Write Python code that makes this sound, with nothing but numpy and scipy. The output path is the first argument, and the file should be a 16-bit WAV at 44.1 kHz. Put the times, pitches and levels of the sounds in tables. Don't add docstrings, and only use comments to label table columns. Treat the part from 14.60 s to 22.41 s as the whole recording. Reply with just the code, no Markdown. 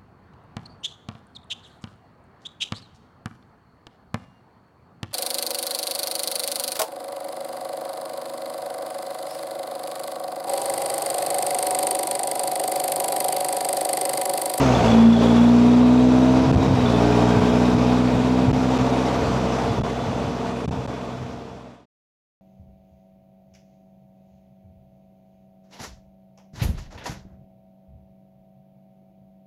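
import sys
import numpy as np
from scipy import signal
from scipy.io import wavfile
from scipy.ndimage import uniform_filter1d

SR = 44100
rng = np.random.default_rng(int(sys.argv[2]) if len(sys.argv) > 2 else 0)


def master(y):
    cut = np.clip(np.atleast_2d(y).T, -1, 1)
    pcm = np.round(cut * 32767)
    wavfile.write(sys.argv[1], SR, pcm.astype(np.int16))


def linear_from_db(decibels):
    return 10 ** (np.asarray(decibels, float) / 20)


N = 344421

TOP_GEAR_S = 2.2


def rms_one(x):
    return x / np.sqrt(np.mean(x ** 2) + 1e-20)


def in_time(rows):
    s, *columns = np.transpose(rows)
    return [np.interp(np.arange(N) / SR, s, c) for c in columns]


def ramp(middle, length):
    return np.clip((np.arange(N) / SR - middle) / length + .5, 0, 1)


def drift(rate):
    r = np.exp(-80 * np.pi * rate / SR)
    settled = 2000
    white = rng.standard_normal(N // 40 + 2 + settled)
    slow = signal.lfilter([1], [1, -2 * r, r * r], white)[settled:]
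    return np.interp(np.arange(N) / 40, np.arange(len(slow)), rms_one(slow))


def resonance(x, hz, width):
    r = np.exp(-np.pi * width / SR)
    return signal.lfilter([1, 0, -1], [1, -2 * r * np.cos(2 * np.pi * hz / SR), r * r], x)


def high_pass(x, hz):
    return signal.sosfilt(signal.butter(2, hz, "high", fs=SR, output="sos"), x)


def banded_noise(spectrum, patchy_db, rate):
    hz, level_db = np.transpose(spectrum)
    edges = hz[0] * 2 ** np.arange(0, np.log2(hz[-1] / hz[0]) + 1 / 3, 1 / 3)
    white = rng.standard_normal((2, N))
    out = 0
    for k, (low, high) in enumerate(zip(edges, edges[1:])):
        band_pass = signal.butter(2, [low, high], "band", fs=SR, output="sos")
        band = signal.sosfilt(band_pass, white[k % 2])
        centre_db = np.interp(np.log(low * high) / 2, np.log(hz), level_db)
        out = out + linear_from_db(centre_db + patchy_db * drift(rate)) * band
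    return rms_one(out)


def crank_speed():
    # (time [s], firing rate [1/s])
    crank = [(0, 69.3), (.07, 64.8), (.2, 56.6), (.3, 56.5), (.55, 57.7), (.93, 59.7), (1.54, 63),
             (1.72, 63.8), (2.115, 66.2), (2.185, 62), (2.23, 61.6), (2.29, 58.6), (2.42, 59.4),
             (3.73, 63.1), (3.84, 63.7), (6.1, 63.8), (6.31, 63.4), (7.3, 63.4)]
    return in_time(crank)[0]


def throttle():
    # (time [s], load against the smoothed rush [dB], boom of the fourth order [dB])
    hand = [(0, -.5, -22.5), (.1, 2, -18.5), (.22, -6, -30), (.3, -6.5, -19), (.35, -7, -13),
            (.48, -6, -9.5), (.6, -1, -19.5), (.83, -.5, -12.5), (1.2, .5, -13.5), (1.53, 2, -14.5),
            (1.9, 1, -19), (2.08, 1, -22), (2.22, -5.5, -20), (2.43, 2, -26), (2.9, -2, -20),
            (3.8, -2.5, -21), (4.4, -9, -24), (4.62, -14, -34)]
    return in_time(hand)


def airflow():
    # (time [s], rush level [dB])
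    flow = [(0, -32.5), (.3, -33), (.38, -35), (.55, -40), (.62, -35), (.75, -35), (.9, -38), (1.4, -38.5),
            (1.85, -36.5), (2.1, -36.5), (2.3, -35.5), (2.5, -34.5), (3.1, -36), (3.96, -38.5), (4.55, -36),
            (5.05, -35.5), (5.3, -37.3), (7.25, -37.5)]
    return in_time(flow)[0]


def exhaust(rate, turns, load_db):
    order_db = [8, 13.5, 11.6, -64.5, 10.5, -2.5, 8, 3, -1.5, -0.5, -2, 0, -8, -2, -3, -5]
    follows_load = [.2, .35, .4, 1.0, .8, .5, .8, .8, 0, 2.5, .8, 1.0, .5, 1.0, .5, .5]
    # (frequency [Hz], width [Hz], lift [dB])
    pipe = [(428, 13, 4), (640, 40, 7.5), (670, 16, -0.5), (963, 24, 7)]
    wander = 0.047 * drift(3.7)
    starved_db = -13 * (1 - ramp(.28, .2))
    out = 0
    for k, (level_db, share) in enumerate(zip(order_db, follows_load), 1):
        lift_db = sum(db / (1 + (2 * (k * rate - hz) / width) ** 2) for hz, width, db in pipe)
        order_level_db = level_db + lift_db + share * load_db + .8 * drift(5.7)
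        if k % 2 and k > 1:
            order_level_db = order_level_db + starved_db
        scatter = max(k - 5, 0) ** 2
        phase = k * (2 * np.pi * turns + wander) - .3 + scatter
        out = out + linear_from_db(order_level_db) * np.sin(phase)
    return out


def boom(turns, level_db):
    lag = .9 * (1 - ramp(TOP_GEAR_S, .4))
    return np.sqrt(2) * linear_from_db(level_db) * np.sin(8 * np.pi * turns + .1 * drift(4) - lag)


def gears(turns):
    mesh_orders = [3.745, 7.22, 10.83, 54.15]
    mesh_db = [8, 7, 4, -11.5]
    top, cruise = ramp(TOP_GEAR_S, .4), ramp(4.3, 1.6)
    whine_db = -10 + 7 * top + 3.5 * cruise
    whistle_db = -14 + 2 * top + 13.5 * cruise
    out = 0
    for k, db in zip(mesh_orders, mesh_db):
        ride_db = whine_db if k < 20 else whistle_db
        level = linear_from_db(db + ride_db + 1.5 * drift(5))
        out = out + level * np.sin(2 * np.pi * k * turns + .015 * k * drift(12))
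    return out


def panels(turns):
    # (start [s], end [s], pitch [Hz], width [Hz], level against the rush [dB])
    loose = [(0, .5, 2480, 260, -9), (.9, 4.0, 2480, 260, -9.5), (4.0, 7.3, 2500, 260, -13),
             (.1, .95, 3430, 260, -12), (.6, 1.3, 3700, 260, -12), (.95, 1.95, 3450, 200, -16),
             (1.2, 2.3, 3820, 160, -10.5), (2.4, 4.5, 3740, 200, -15), (2.6, 3.0, 3260, 160, -12),
             (2.22, 2.45, 3450, 200, -14), (1.3, 1.9, 1600, 110, -12), (2.45, 3.3, 5180, 350, -17),
             (1.4, 2.0, 6150, 280, -17), (0, .35, 6400, 500, -15), (4.2, 6.0, 6260, 350, -21),
             (.12, .3, 720, 30, 11), (.12, .36, 600, 300, 10)]
    firing, t = turns.astype(int), np.arange(N) / SR
    strength_db = 0.47 * rng.standard_normal(firing[-1] + 1)[firing] - 2.5 * (firing % 2)
    rattle = linear_from_db(strength_db) * np.exp(-2.0 * (turns % 1)) * rng.standard_normal(N)
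    out = 0
    for start, end, hz, width, db in loose:
        gate = np.clip(np.minimum(t - start, end - t) / 0.1 + .5, 0, 1)
        ring = resonance(resonance(rattle, hz, width), hz, width)
        out = out + linear_from_db(db) * gate * rms_one(ring)
    return out


def wind(turns, flow_db, load_db):
    # (frequency [Hz], density [dB per Hz])
    rush_spectrum = [(760, -29), (1300, -3.5), (1550, -5.5), (1950, -4), (2480, -5), (3680, -7),
                     (4390, -10), (5250, -10.5), (6660, -15.5), (8920, -25.5), (12400, -34.5), (15600, -40)]
    # (frequency [Hz], density [dB per Hz])
    roar_spectrum = [(150, -23), (250, -4.5), (357, -18), (452, -6.5), (522, -12.5), (680, -11), (886, -15),
                     (979, -18), (1130, -16), (1800, -34.5), (2200, -39.5), (2860, -81), (4840, -120)]
    throb = 1 + 0.16 * np.cos(2 * np.pi * turns)
    air_db = flow_db + .7 * drift(23) + .3 * drift(4)
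    rush = linear_from_db(air_db) * banded_noise(rush_spectrum, patchy_db=0.95, rate=5.5)
    roar_db = air_db + 11.7 - .07 * load_db
    roar = linear_from_db(roar_db) * throb * banded_noise(roar_spectrum, patchy_db=.8, rate=8)
    return rush + roar


def buffet_level():
    # (time [s], peak level [dB], time to fall 20 dB either side [s])
    gusts = [(0, -28.5, .07), (.22, -24, .1), (.31, -35, .15), (.75, -35, .12), (1.13, -36.5, .15),
             (1.62, -37, .4), (1.89, -24.5, .2), (1.97, -17, .09), (2.12, -23.5, .2), (2.28, -32, .3),
             (2.8, -21.5, .08), (2.92, -30, .15), (3.16, -24, .08), (3.3, -34, .3), (3.57, -26, .15),
             (3.89, -24, .14), (4.21, -35, .2), (4.66, -29, .35), (4.83, -30.5, .15), (5.12, -27.5, .2),
             (5.21, -18.5, .07), (5.5, -26.5, .2), (5.66, -27, .12), (6.086, -15, .05), (6.16, -25, .25),
             (6.62, -29, .4), (5.88, -33, .3), (6.95, -35, .6)]
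    t, level_db = np.arange(N) / SR, np.full(N, -42.0)
    for s, db, fall in gusts:
        level_db = np.maximum(level_db, db - 20 * np.abs(t - s) / fall)
    return level_db


def buffets(level_db):
    # (frequency [Hz], density [dB per Hz])
    thump_spectrum = [(30, -14), (55, -16.5), (90, 1), (150, 0.5), (220, -10), (320, -33), (450, -17)]
    return linear_from_db(level_db + 4) * banded_noise(thump_spectrum, patchy_db=2.0, rate=8.1)


def ticks(runs, turns, length, count):
    out = np.zeros(N)
    t = np.arange(int(3 * length * SR)) / SR / length
    pitch_rise = .99 + .01 * t
    swell = t * np.exp(-3.0 * t)
    for start, end, run_db, run_hz in runs:
        firings = np.arange(turns[round(start * SR)], turns[round(end * SR)], count)
        starts = np.searchsorted(turns, firings)
        for k, (i, chance) in enumerate(zip(starts, rng.standard_normal((40, 2)))):
            fade_db = -3 * k / len(firings)
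            weak_db = -5 * (k * count % 2)
            db = run_db + fade_db + weak_db + 1.5 * chance[0]
            hz = run_hz * (1 + .01 * chance[1])
            tone = np.sin(2 * np.pi * hz * length * t * pitch_rise)
            out[i:i + len(t)] += linear_from_db(db + 16.0) * swell * tone
    return out


def valve_chirps(turns):
    # (start [s], end [s], peak level [dB], pitch [Hz])
    chirp_runs = [
        (.149, .18, -25, 3470),
        (.2813, .34, -22, 3410),
        (.388, .51, -28, 3380),
        (.5277, .79, -27.5, 3400),
        (.821, .9, -31, 3450),
        (2.2593, 2.3, -25, 3480),
        (2.3411, 2.39, -28, 3470),
    ]
    return ticks(chirp_runs, turns, length=.008, count=1)


def capsule_stops():
    # (time [s], time held [s], surge level [dB], direction [sign])
    stops = [(1.9163, .0088, -7, -1), (1.9522, .005, -9, -1), (1.9642, .0055, -3, -1),
             (2.0763, .002, -20, -1), (3.1728, .0022, -15, -1), (3.9046, .0025, -20, -1),
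             (3.9171, .012, -14, -1), (4.181, .0045, -16, -1), (5.2039, .005, -11, -1),
             (5.2208, .0128, -11, 1), (6.0597, .0168, -13, -1), (6.0946, .0148, -9, 1),
             (6.2643, .0108, -17, -1)]
    rise = .0025
    t, free, surge = np.arange(N) / SR, np.ones(N), np.zeros(N)
    for s, held, surge_db, direction in stops:
        free *= np.clip(np.maximum(s - t, t - s - held) / .0006, 0, 1)
        arrives = (t - s) / rise + .15
        leaves = (s + held - t) / (4 * rise) + 1
        surge += direction * linear_from_db(surge_db + 7) * np.clip(np.minimum(arrives, leaves), 0, 1)
    return free, high_pass(uniform_filter1d(surge, size=60), 120)


def bracket_pips(turns):
    # (start [s], end [s], peak level [dB], pitch [Hz])
    pip_runs = [
        (2.4403, 2.51, -30, 1540),
        (2.677, 3.12, -31, 1560),
    ]
    return ticks(pip_runs, turns, length=.020, count=2)


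def scene():
    rate, (load_db, boom_db), flow_db = crank_speed(), throttle(), airflow()
    turns = np.cumsum(rate) / SR
    engine = exhaust(rate, turns, load_db) + gears(turns) + panels(turns)
    steady_db = uniform_filter1d(flow_db, size=SR // 4, mode="nearest")
    ride = linear_from_db(steady_db) * engine + boom(turns, boom_db) + wind(turns, flow_db, load_db)
    ride = ride + valve_chirps(turns) + bracket_pips(turns)
    buffet_db = buffet_level()
    duck_db = -.35 * np.maximum(buffet_db + 29, 0)
    return (linear_from_db(duck_db) * ride + buffets(buffet_db))[None]


def low_pass(x):
    return signal.sosfilt(signal.butter(12, 15800, fs=SR, output="sos"), x)


def record(dry):
    free, surge = capsule_stops()
    heard = high_pass(dry * free + surge, 45)
    heard = signal.sosfilt(signal.cheby2(12, 60, 16200, fs=SR, output="sos"), heard)
    silent, fade_length = 7.257, 3.0
    t = np.arange(N) / SR
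    fade = np.clip((silent + .015 - t) / fade_length, 0, 1) ** .85
    fade = fade * (1 - ramp(silent - .003, .006))
    return low_pass(heard * fade)


dry = scene()
out = record(dry)
master(out)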